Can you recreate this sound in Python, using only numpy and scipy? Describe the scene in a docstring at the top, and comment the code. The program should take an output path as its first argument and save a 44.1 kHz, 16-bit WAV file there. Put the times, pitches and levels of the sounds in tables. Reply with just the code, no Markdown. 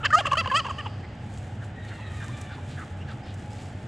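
"""From the start: low rumble and hiss (shaped noise), faint tones, grass and feathers rustling in gusts (grains),
far poultry clucking (short glides). At once a turkey gobbles: fast throaty syllables, harmonics through a moving
throat resonance and the beak, with an outdoor echo (decaying noise). Then dry stalks snap (decaying noise bursts),
a far whistle and a drawn-out cry sound (wavering partials), grass scuffs (noise swells), hoarse squawks come from
afar (phase-shaken glides), and last a small bird chirps (rising and falling glides)."""
import sys
import numpy as np
from scipy import signal
from scipy.fft import rfft, irfft, next_fast_len
from scipy.io import wavfile
from scipy.ndimage import uniform_filter1d

SR = 44100
rng = np.random.default_rng(int(sys.argv[2]) if len(sys.argv) > 2 else 0)


def volts_from_decibels(level):
    """Turn decibel levels (scalar or array-like) into linear amplitude factors."""
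    exponent = np.asarray(level, float) / 20
    return 10 ** exponent


def wav_out(sig):
    """Save sig, one row per channel (or a flat mono array), as 16-bit PCM at SR to the path in sys.argv[1]."""
    wavfile.write(sys.argv[1], SR, np.round(np.clip(np.atleast_2d(sig).T, -1, 1) * 32767).astype(np.int16))


N = 170667
TIME_S = np.arange(N) / SR
NOTE_ROUND = .6   # envelope exponent: 1 = half-sine swell, less = squarer


def rms_one(x):
    """Scales to rms 1."""
    return x / np.sqrt(np.mean(x ** 2) + 1e-20)


def in_time(rows):
    """Interpolates each column of a table over time."""
    s, *columns = np.transpose(rows)
    return [np.interp(TIME_S, s, c) for c in columns]


def at_hz(points, hz):
    """Interpolates a (Hz, dB) table over log frequency."""
    table_hz, table_db = np.transpose(points)
    return np.interp(np.log(hz), np.log(table_hz), table_db)


def drift(rate_hz):
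    """White noise twice through a one-pole low-pass, run in; rms 1."""
    r = np.exp(-2 * np.pi * rate_hz / SR)
    return rms_one(signal.lfilter([1], [1, -2 * r, r * r], rng.standard_normal(N + SR))[SR:])


def colour(x, spectrum):
    """Shapes a noise by a (Hz, dB) table; rms 1."""
    size = next_fast_len(N)
    hz = np.arange(size // 2 + 1) * SR / size + 1
    return rms_one(irfft(rfft(x, size) * volts_from_decibels(at_hz(spectrum, hz)), size)[:N])


def band(x, low_hz, high_hz):
    """Butterworth band-pass."""
    return signal.sosfilt(signal.butter(2, [low_hz, high_hz], "band", fs=SR, output="sos"), x)


# Rumble and hiss spectrum. Each row: frequency in Hz, relative density in dB per Hz.
AIR_SPECTRUM = [(25, -26), (32, -17.5), (50, -15.5), (64, -11), (80, -5), (95, 3), (115, -2), (135, -4),
                (160, -13), (210, -10.5), (260, -16), (400, -22.5), (700, -22.5), (860, -22.5), (1000, -33),
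                (1700, -29.5), (2300, -35), (3300, -38), (4200, -48.5), (6000, -52.5), (8000, -55.5),
                (11000, -90), (15500, -98.5)]
# Faint tones. Each row: frequency in Hz, relative level in dB.
HUM_TONES = [(590, -64), (736, -62), (834, -61)]
AIR_DB = -36


def air():
    """Shaped noise gives rumble and hiss; a few steady tones waver in level and phase."""
    tones = np.zeros(N)
    for hz, db in HUM_TONES:
        level = volts_from_decibels(db + 2 + 4.9 * drift(5.9))
        tones += level * np.sin(2 * np.pi * hz * TIME_S + 1.26 * drift(2.68))
    return volts_from_decibels(AIR_DB) * colour(rng.standard_normal(N), AIR_SPECTRUM) + tones


# Left-right difference of the air. Each row: frequency in Hz, relative density in dB per Hz.
AIR_SIDE_SPECTRUM = [(24, -47), (40, -34), (102, -17), (250, 2.5), (810, 6.5), (1100, -1.5), (1840, 0.5),
                     (4000, -9.5), (8700, -35), (10000, -27), (11000, -28), (14300, -60)]
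AIR_SIDE_DB = -59.5


def air_side():
    """Independent shaped noise widens the air."""
    return volts_from_decibels(AIR_SIDE_DB) * colour(rng.standard_normal(N), AIR_SIDE_SPECTRUM)


# Gust strength. Each row: time in seconds, relative level in dB.
GUST_LEVEL = [(.8, -67), (1.1, -79.5), (1.25, -68.5), (1.38, -62.5), (1.6, -70), (1.65, -64.5),
              (1.72, -74.5), (1.9, -63.5), (2.05, -67), (2.15, -59.5), (2.28, -58.5), (2.45, -62),
              (2.52, -67.5), (2.8, -60), (3.0, -68), (3.25, -72), (3.4, -64.5), (3.6, -61.5), (3.75, -66.5),
              (3.87, -66.5)]
# Rustle spectrum. Each row: frequency in Hz, relative density in dB per Hz.
RUSTLE_SPECTRUM = [(1500, -3.5), (2500, -1.5), (4000, -4), (5500, -7.5), (7500, -2.5), (9000, -9.5),
                   (11000, -19.5), (15000, -42)]
RUSTLE_DB, GRAINS_PER_S, GRAIN_SPREAD_DB = 5, 2200, 4.5   # RUSTLE_DB adds to the gust level


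def rustle():
    """Gusts set the level of dense random grains over a noise bed: grass and feathers."""
    gust_db, = in_time(GUST_LEVEL)
    hits = rng.random(N) < GRAINS_PER_S / SR
    sizes = volts_from_decibels(GRAIN_SPREAD_DB * np.minimum(rng.exponential(1, N), 5))
    grains = hits * sizes * rng.standard_normal(N)
    texture = colour(grains + 0.73 * rng.standard_normal(N), RUSTLE_SPECTRUM)
    return volts_from_decibels(gust_db + RUSTLE_DB + 1.7 * drift(13)) * texture


def glides(rows, octave_db, rough_rad):
    """Short gliding notes: rounded envelope, weak octave, phase shaken by rough_rad rms."""
    out, shake = np.zeros(N), rough_rad * drift(125)
    for s, length_s, start_hz, end_hz, db in rows:
        i, u = int(s * SR), np.linspace(0, 1, int(length_s * SR))
        note = slice(i, i + len(u))
        phase = 2 * np.pi * np.cumsum(start_hz + (end_hz - start_hz) * u) / SR + shake[note]
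        wave = np.sin(phase) + volts_from_decibels(octave_db) * np.sin(2 * phase)
        out[note] += volts_from_decibels(db + 6) * np.sin(np.pi * u) ** NOTE_ROUND * wave
    return out


# Far clucks. Each row: start in seconds, length in seconds, start pitch in Hz, end pitch in Hz, relative level in dB.
CLUCK_NOTES = [(0.0, 0.032, 1422, 1374, -45.5), (1.03, 0.034, 1998, 2080, -51.5),
               (1.61, 0.035, 1717, 1485, -48.5), (1.98, 0.028, 894, 1040, -48.5),
               (2.285, 0.019, 905, 1140, -49), (2.57, 0.026, 855, 978, -48),
               (2.49, 0.063, 1595, 1438, -47.5), (2.772, 0.037, 1770, 1390, -43),
               (2.8, 0.048, 1333, 1236, -45.5), (2.805, 0.026, 1956, 1860, -51),
               (3.0, 0.036, 2780, 2860, -54), (3.078, 0.0385, 1724, 1430, -48),
               (3.11, 0.02, 1367, 1226, -49.5)]


def clucks():
    """Far poultry cluck: brief, rough glides."""
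    return glides(CLUCK_NOTES, octave_db=-18, rough_rad=1.3)


PATCHY_DB, PATCHY_HZ = 5, 25   # rms spread of the gains; half the knot rate


def patches(count):
    """One slow random gain per harmonic, half shared with its neighbour, over the first second."""
    steps = 2 * PATCHY_HZ
    knots = rng.standard_normal((count, steps + 1))
    knots = rms_one(uniform_filter1d(knots, size=2, axis=0))
    place = np.arange(SR) / SR * steps
    return volts_from_decibels(PATCHY_DB * np.array([np.interp(place, np.arange(steps + 1), row) for row in knots]))


def unit_power(gains):
    """Scales the harmonics' gains to a power sum of 1 at each instant."""
    return gains / np.sqrt((gains ** 2).sum(0))


# The gobble. Each row: time in seconds, pitch in Hz, level in dB, throat resonance in Hz,
# beak opening as the upper voice's share in dB.
GOBBLE_TRACK = [(0.027, 446, -71, 1260, -14), (0.032, 423, -33.5, 1270, -10), (0.045, 457, -28, 1300, -1.5),
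                (0.053, 621, -21, 1490, -8.5), (0.06, 573, -17.5, 1600, -5.5),
                (0.07, 509, -27.5, 1490, -0.5), (0.079, 488, -63, 1260.0, -31), (0.1, 591, -69, 1410.0, -7),
                (0.105, 626, -26.5, 1500, -15), (0.12, 792, -28.5, 1600.0, -35),
                (0.124, 710, -52, 1600.0, -26), (0.128, 572, -18, 1580, -25),
                (0.137, 621, -15.5, 1400, -22), (0.154, 626, -10, 1310, -33.5),
                (0.162, 685, -25, 1150, -17), (0.183, 707.6, -21, 950, -8), (0.189, 819, -22.5, 1150, -8),
                (0.202, 793, -28, 1156, -2), (0.209, 630, -24.5, 754, -7.5),
                (0.216, 543, -31.5, 1050.0, -15), (0.232, 600, -54, 1500.0, -8),
                (0.251, 549, -37, 1590, -11), (0.258, 553, -18, 1050, -14), (0.262, 685, -31.5, 1270, 2),
                (0.269, 672, -24, 1120, -1), (0.279, 554, -26.5, 920, -12),
                (0.29, 537.5, -43.5, 610.0, -1.5), (0.303, 591, -50, 1700, -6),
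                (0.311, 552.6, -42, 1700, 7), (0.316, 537, -26, 1500, 7), (0.319, 543, -20.5, 1060, -41),
                (0.322, 543.6, -14, 1110, -22), (0.328, 603, -32, 1090, -10), (0.332, 595, -19, 1050, -8),
                (0.34, 531, -18, 1070, -24), (0.349, 537.4, -39, 1090.0, -10),
                (0.357, 721, -27, 1400.0, -9), (0.367, 675, -47, 1340.0, -13),
                (0.372, 590, -21.5, 1010, -6), (0.385, 665, -23.5, 1170, -2.5),
                (0.398, 678, -23.5, 1300, -3), (0.41, 642, -26, 1340, -3), (0.415, 535, -29, 870, -4),
                (0.428, 504, -43, 970, -28), (0.438, 559, -44, 1100.0, -8), (0.45, 573, -33, 1700, -17),
                (0.456, 550, -49, 1700, 17), (0.46, 515, -23.5, 1090, -12.5),
                (0.472, 516, -35, 1030.0, -17), (0.476, 596.4, -25.5, 1120, 0),
                (0.481, 516.5, -30, 790.0, -19), (0.496, 496, -50, 1020, 5), (0.502, 578, -28, 1750, -18),
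                (0.512, 559, -32.5, 1670, -20), (0.516, 536, -21, 1070, -14.5), (0.524, 505, -24, 1010, -9),
                (0.534, 534, -26.5, 1050, -22), (0.548, 561, -18.5, 1194, -12.5),
                (0.569, 639.4, -21, 1380, 0), (0.588, 674.5, -24.5, 1460, -12),
                (0.604, 585, -26.5, 1150, 0.5), (0.615, 533, -37, 880, -36), (0.638, 595.6, -60, 1176, -14),
                (0.647, 621.7, -34.5, 1237, -6), (0.658, 463.3, -28.5, 928.4, -12.5),
                (0.662, 518, -39, 1100, -9), (0.667, 574, -27.5, 1313, -7), (0.681, 479.5, -43, 960, -7),
                (0.687, 433, -29, 880.5, -14), (0.691, 597, -44, 1200, -12), (0.697, 650, -34, 1290, -8),
                (0.713, 542, -26.5, 1090, -14.5), (0.724, 536.6, -56, 1049, -8),
                (0.779, 545, -50, 1077, -11), (0.786, 586, -32.5, 1360, -1),
                (0.796, 625, -34.5, 1588, -8.5), (0.812, 561, -35.5, 1310, -3),
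                (0.821, 546.6, -55, 1210, -16), (0.846, 649, -48, 1255, -4), (0.854, 622, -40, 1240, -9),
                (0.866, 446.6, -29.5, 890, -8.5), (0.874, 401, -38, 830, -4), (0.882, 403, -50, 1070, -17)]
# Hoarseness. Each row: time in seconds, amount from 0 clear to 1 hoarse.
HOARSENESS = [(0, .12), (.13, .05), (.14, .04), (.182, .035), (.19, .25), (.22, .12), (.37, .07),
              (.382, .03), (.405, .03), (.415, .08), (.53, .07), (.545, .05), (.595, .025), (.61, .08)]
# Beak colour. Each row: frequency in Hz, relative level in dB.
BEAK_COLOUR = [(1500, -22), (1900, -0.5), (2300, -8), (2750, 13.5), (3200, 7), (3600, -21), (4100, -15.5)]
# Edge of the voice. Each row: frequency in Hz, relative level in dB.
EDGE_COLOUR = [(3300, -21), (4000, -9.5), (4700, 1), (5500, -8), (6800, -5), (8000, -11), (10000, -23),
               (13000, -39), (16000, -47)]
JITTER_RAD, JITTER_HZ = 1.1, 250   # rms phase wander when fully hoarse
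THROAT_WIDTH_HZ, THROAT_SKIRT_DB = 434, -44   # width with the beak open
THROAT_CLOSED = 0.31   # share of that width with the beak shut
EDGE_DB, EDGE_REF_DB = -12.5, -18   # edge level, beak fully open, at this voice level
EDGE_PER_OPENING, EDGE_PER_EFFORT = 0.37, 0.34   # dB per dB of beak opening, of voice level
EDGE_DB_PER_OCTAVE, TAUT_HZ = 30, 650   # slack, low syllables lose their edge below this pitch


def gobble():
    """Harmonics of the gliding pitch pass a moving throat resonance and the beak; hoarseness shakes the cycles."""
    hz, db, throat_hz, open_db = (c[:SR] for c in in_time(GOBBLE_TRACK))
    hoarse, = in_time(HOARSENESS)
    phase = 2 * np.pi * np.cumsum(hz) / SR + JITTER_RAD * (hoarse * drift(JITTER_HZ))[:SR]
    k = np.arange(1, 30)[:, None]
    k_hz = k * hz
    share = np.clip(volts_from_decibels(open_db), 0, .97)
    width_hz = THROAT_WIDTH_HZ * (THROAT_CLOSED + (1 - THROAT_CLOSED) * share)
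    resonance = 1 / (1 + ((k_hz - throat_hz) / width_hz) ** 2)
    throat = unit_power((resonance + volts_from_decibels(THROAT_SKIRT_DB)) * (k_hz < 2300))
    beak = unit_power(volts_from_decibels(at_hz(BEAK_COLOUR, k_hz)) * (k_hz > 1500) * (k_hz < 4200))
    edge = unit_power(volts_from_decibels(at_hz(EDGE_COLOUR, k_hz)) * (k_hz > 3300)) * patches(count=29)
    edge_db = EDGE_DB + EDGE_PER_OPENING * open_db + EDGE_PER_EFFORT * (db - EDGE_REF_DB)
    edge_db = edge_db + EDGE_DB_PER_OCTAVE * np.log2(np.minimum(hz / TAUT_HZ, 1))
    gains = throat * np.sqrt(1 - share ** 2) + beak * share + edge * volts_from_decibels(edge_db)
    n = np.arange(SR)
    sounding = (n > GOBBLE_TRACK[0][0] * SR) & (n < GOBBLE_TRACK[-1][0] * SR)
    harmonics = (gains * np.sin(k * phase + k ** 2)).sum(0)   # k**2 scatters the phases
    return np.pad(np.sqrt(2) * volts_from_decibels(db) * sounding * harmonics, (0, N - SR))


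OFF_AXIS_DB, OFF_AXIS_CUT_HZ = -15, 1540


def off_axis(voice):
    """A phase-shifted, low-passed share of the voice sets left against right."""
    shifted = signal.hilbert(voice, next_fast_len(N))[:N].imag
    return volts_from_decibels(OFF_AXIS_DB) * signal.filtfilt(*signal.butter(1, OFF_AXIS_CUT_HZ, fs=SR), shifted)


ECHO_DB, ECHO_SIDE_DB, ECHO_T60_S = -20, -11, 0.42   # side is relative to mid
LATE_DB, LATE_T60_S = 10.5, 2.1   # far returns, against the near ones
ECHO_LOW_HZ, ECHO_CUT_HZ = 1320, 13000
ECHO_BRIGHT_DB, ECHO_BRIGHT_HZ = 1.5, (3880, 6400)   # the returns favour this band


def echo(x):
    """Scattered returns from the ground, then from far hedges and walls: mid and side."""
    t = TIME_S[:SR]
    decay = volts_from_decibels(-60 * t / ECHO_T60_S) + volts_from_decibels(LATE_DB - 60 * t / LATE_T60_S)
    tails = rng.standard_normal((2, SR)) * decay * (t > .004)
    bright = volts_from_decibels(ECHO_BRIGHT_DB) * band(tails, *ECHO_BRIGHT_HZ)
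    tails = band(tails, ECHO_LOW_HZ, ECHO_CUT_HZ) + bright
    tails = tails / np.sqrt((tails ** 2).sum(1, keepdims=True))
    returns = signal.fftconvolve(x[None], tails, axes=1)[:, :N]
    return returns * volts_from_decibels([[ECHO_DB], [ECHO_DB + ECHO_SIDE_DB]])


# Snaps. Each row: time in seconds, relative level in dB.
STALK_SNAPS = [(1.339, -40), (1.383, -38), (2.118, -45), (2.2423, -34.5), (2.413, -29.5), (2.794, -40),
               (3.341, -36.5)]


def snaps():
    """Dry stalks snap: instant onset, fast decay, bright noise."""
    clicks = np.zeros(N)
    for s, db in STALK_SNAPS:
        clicks += volts_from_decibels(db - 3 - 60 * np.abs(TIME_S - s) / 0.034) * (TIME_S >= s)
    return clicks * rms_one(band(rng.standard_normal(N), 6000, 8440)) / 3


def far_call(rows, partials, rough_rad):
    """A held far call: partials of a gliding pitch, wavering in phase and each in level."""
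    hz, db = in_time(rows)
    phase = 2 * np.pi * np.cumsum(hz) / SR + rough_rad * drift(52)
    sounding = (TIME_S > rows[0][0]) * (TIME_S < rows[-1][0])
    wave = sum(volts_from_decibels(g + 4 * drift(21)) * np.sin(k * phase) for k, g in partials)
    return volts_from_decibels(db + 1) * sounding * wave


# Far whistle. Each row: time in seconds, pitch in Hz, relative level in dB.
WHISTLE_TRACK = [(1.75, 1878, -61), (1.78, 1906, -50.5), (1.9, 1863, -52), (2.02, 1832, -57.5),
                 (2.1, 1804, -52)]
WHISTLE_OCTAVE_DB = -11.5


def whistle():
    """A far whistle: fundamental and a weaker octave."""
    return far_call(WHISTLE_TRACK, [(1, 0), (2, WHISTLE_OCTAVE_DB)], rough_rad=1)


# Far drawn-out cry. Each row: time in seconds, pitch in Hz, relative level in dB.
CRY_TRACK = [(1.81, 740, -73), (1.87, 726, -61), (2.0, 668, -60.5), (2.1, 624, -54.5), (2.25, 598.4, -55.5),
             (2.45, 585, -59.5), (2.6, 580, -64)]
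# Its partials. Each row: multiple of the pitch, relative level in dB.
CRY_HARMONICS = [(2, 1), (3, 1), (4, 0), (5, -6), (6, -4)]


def cry():
    """A far falling cry carried by its upper partials."""
    return far_call(CRY_TRACK, CRY_HARMONICS, rough_rad=.36)


# Scuffs in the grass. Each row: start in seconds, length in seconds, level in dB.
GRASS_SCUFFS = [(1.872, 0.035, -51.5), (2.503, 0.068, -52), (2.68, 0.087, -52), (3.071, 0.068, -51.5),
                (3.24, 0.095, -52.5), (3.582, 0.039, -55)]
SCUFF_LOW_HZ, SCUFF_HIGH_HZ = 1600, 4700


def scuffs():
    """Grass scuffs: rounded swells of band-passed noise."""
    swell = np.zeros(N)
    for s, length_s, db in GRASS_SCUFFS:
        swell += volts_from_decibels(db) * np.sin(np.pi * np.clip((TIME_S - s) / length_s, 0, 1)) ** NOTE_ROUND
    noise = band(rng.standard_normal(N), SCUFF_LOW_HZ, SCUFF_HIGH_HZ)
    return swell * rms_one(band(noise, SCUFF_LOW_HZ, SCUFF_HIGH_HZ))   # twice: steeper skirts


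# Far squawks. Each row: start in seconds, length in seconds, start pitch in Hz, end pitch in Hz, relative level in dB.
SQUAWK_NOTES = [(1.9, 0.044, 1733, 1470, -47), (2.2, 0.057, 1765, 1422, -44.5)]


def squawks():
    """Far hoarse squawks: falling glides, phase strongly shaken."""
    return glides(SQUAWK_NOTES, octave_db=-24, rough_rad=2.2)


# Small bird. Each row: start in seconds, length in seconds, start pitch in Hz, end pitch in Hz, relative level in dB.
CHIRP_NOTES = [(3.225, .03, 4600, 5500, -65), (3.505, .035, 4500, 5700, -65),
               (3.585, .025, 4550, 4450, -65)]


def chirps():
    """A small bird chirps: high, nearly pure glides."""
    return glides(CHIRP_NOTES, octave_db=-49, rough_rad=0.48)


FAR_WET_DB = 14   # far callers feed the returns this much more than the gobble does


def scene():
    """Sums the sources to mid and side, then left and right."""
    voice = gobble()
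    far = clucks() + whistle() + cry() + squawks() + chirps()
    echo_mid, echo_side = echo(voice + volts_from_decibels(FAR_WET_DB) * far)
    mid = air() + rustle() + voice + far + echo_mid + snaps() + scuffs()
    side = air_side() + echo_side + off_axis(voice)
    side = side - volts_from_decibels(-34) * mid   # slight lean to the right
    return np.array([mid + side, mid - side])


def top_cut(x):
    """Nothing passes above the cut-off."""
    return signal.sosfilt(signal.butter(12, 15670, fs=SR, output="sos"), x)


def record(dry):
    """Delivers the finished mix."""
    return top_cut(dry)


dry = scene()
out = record(dry)
wav_out(out)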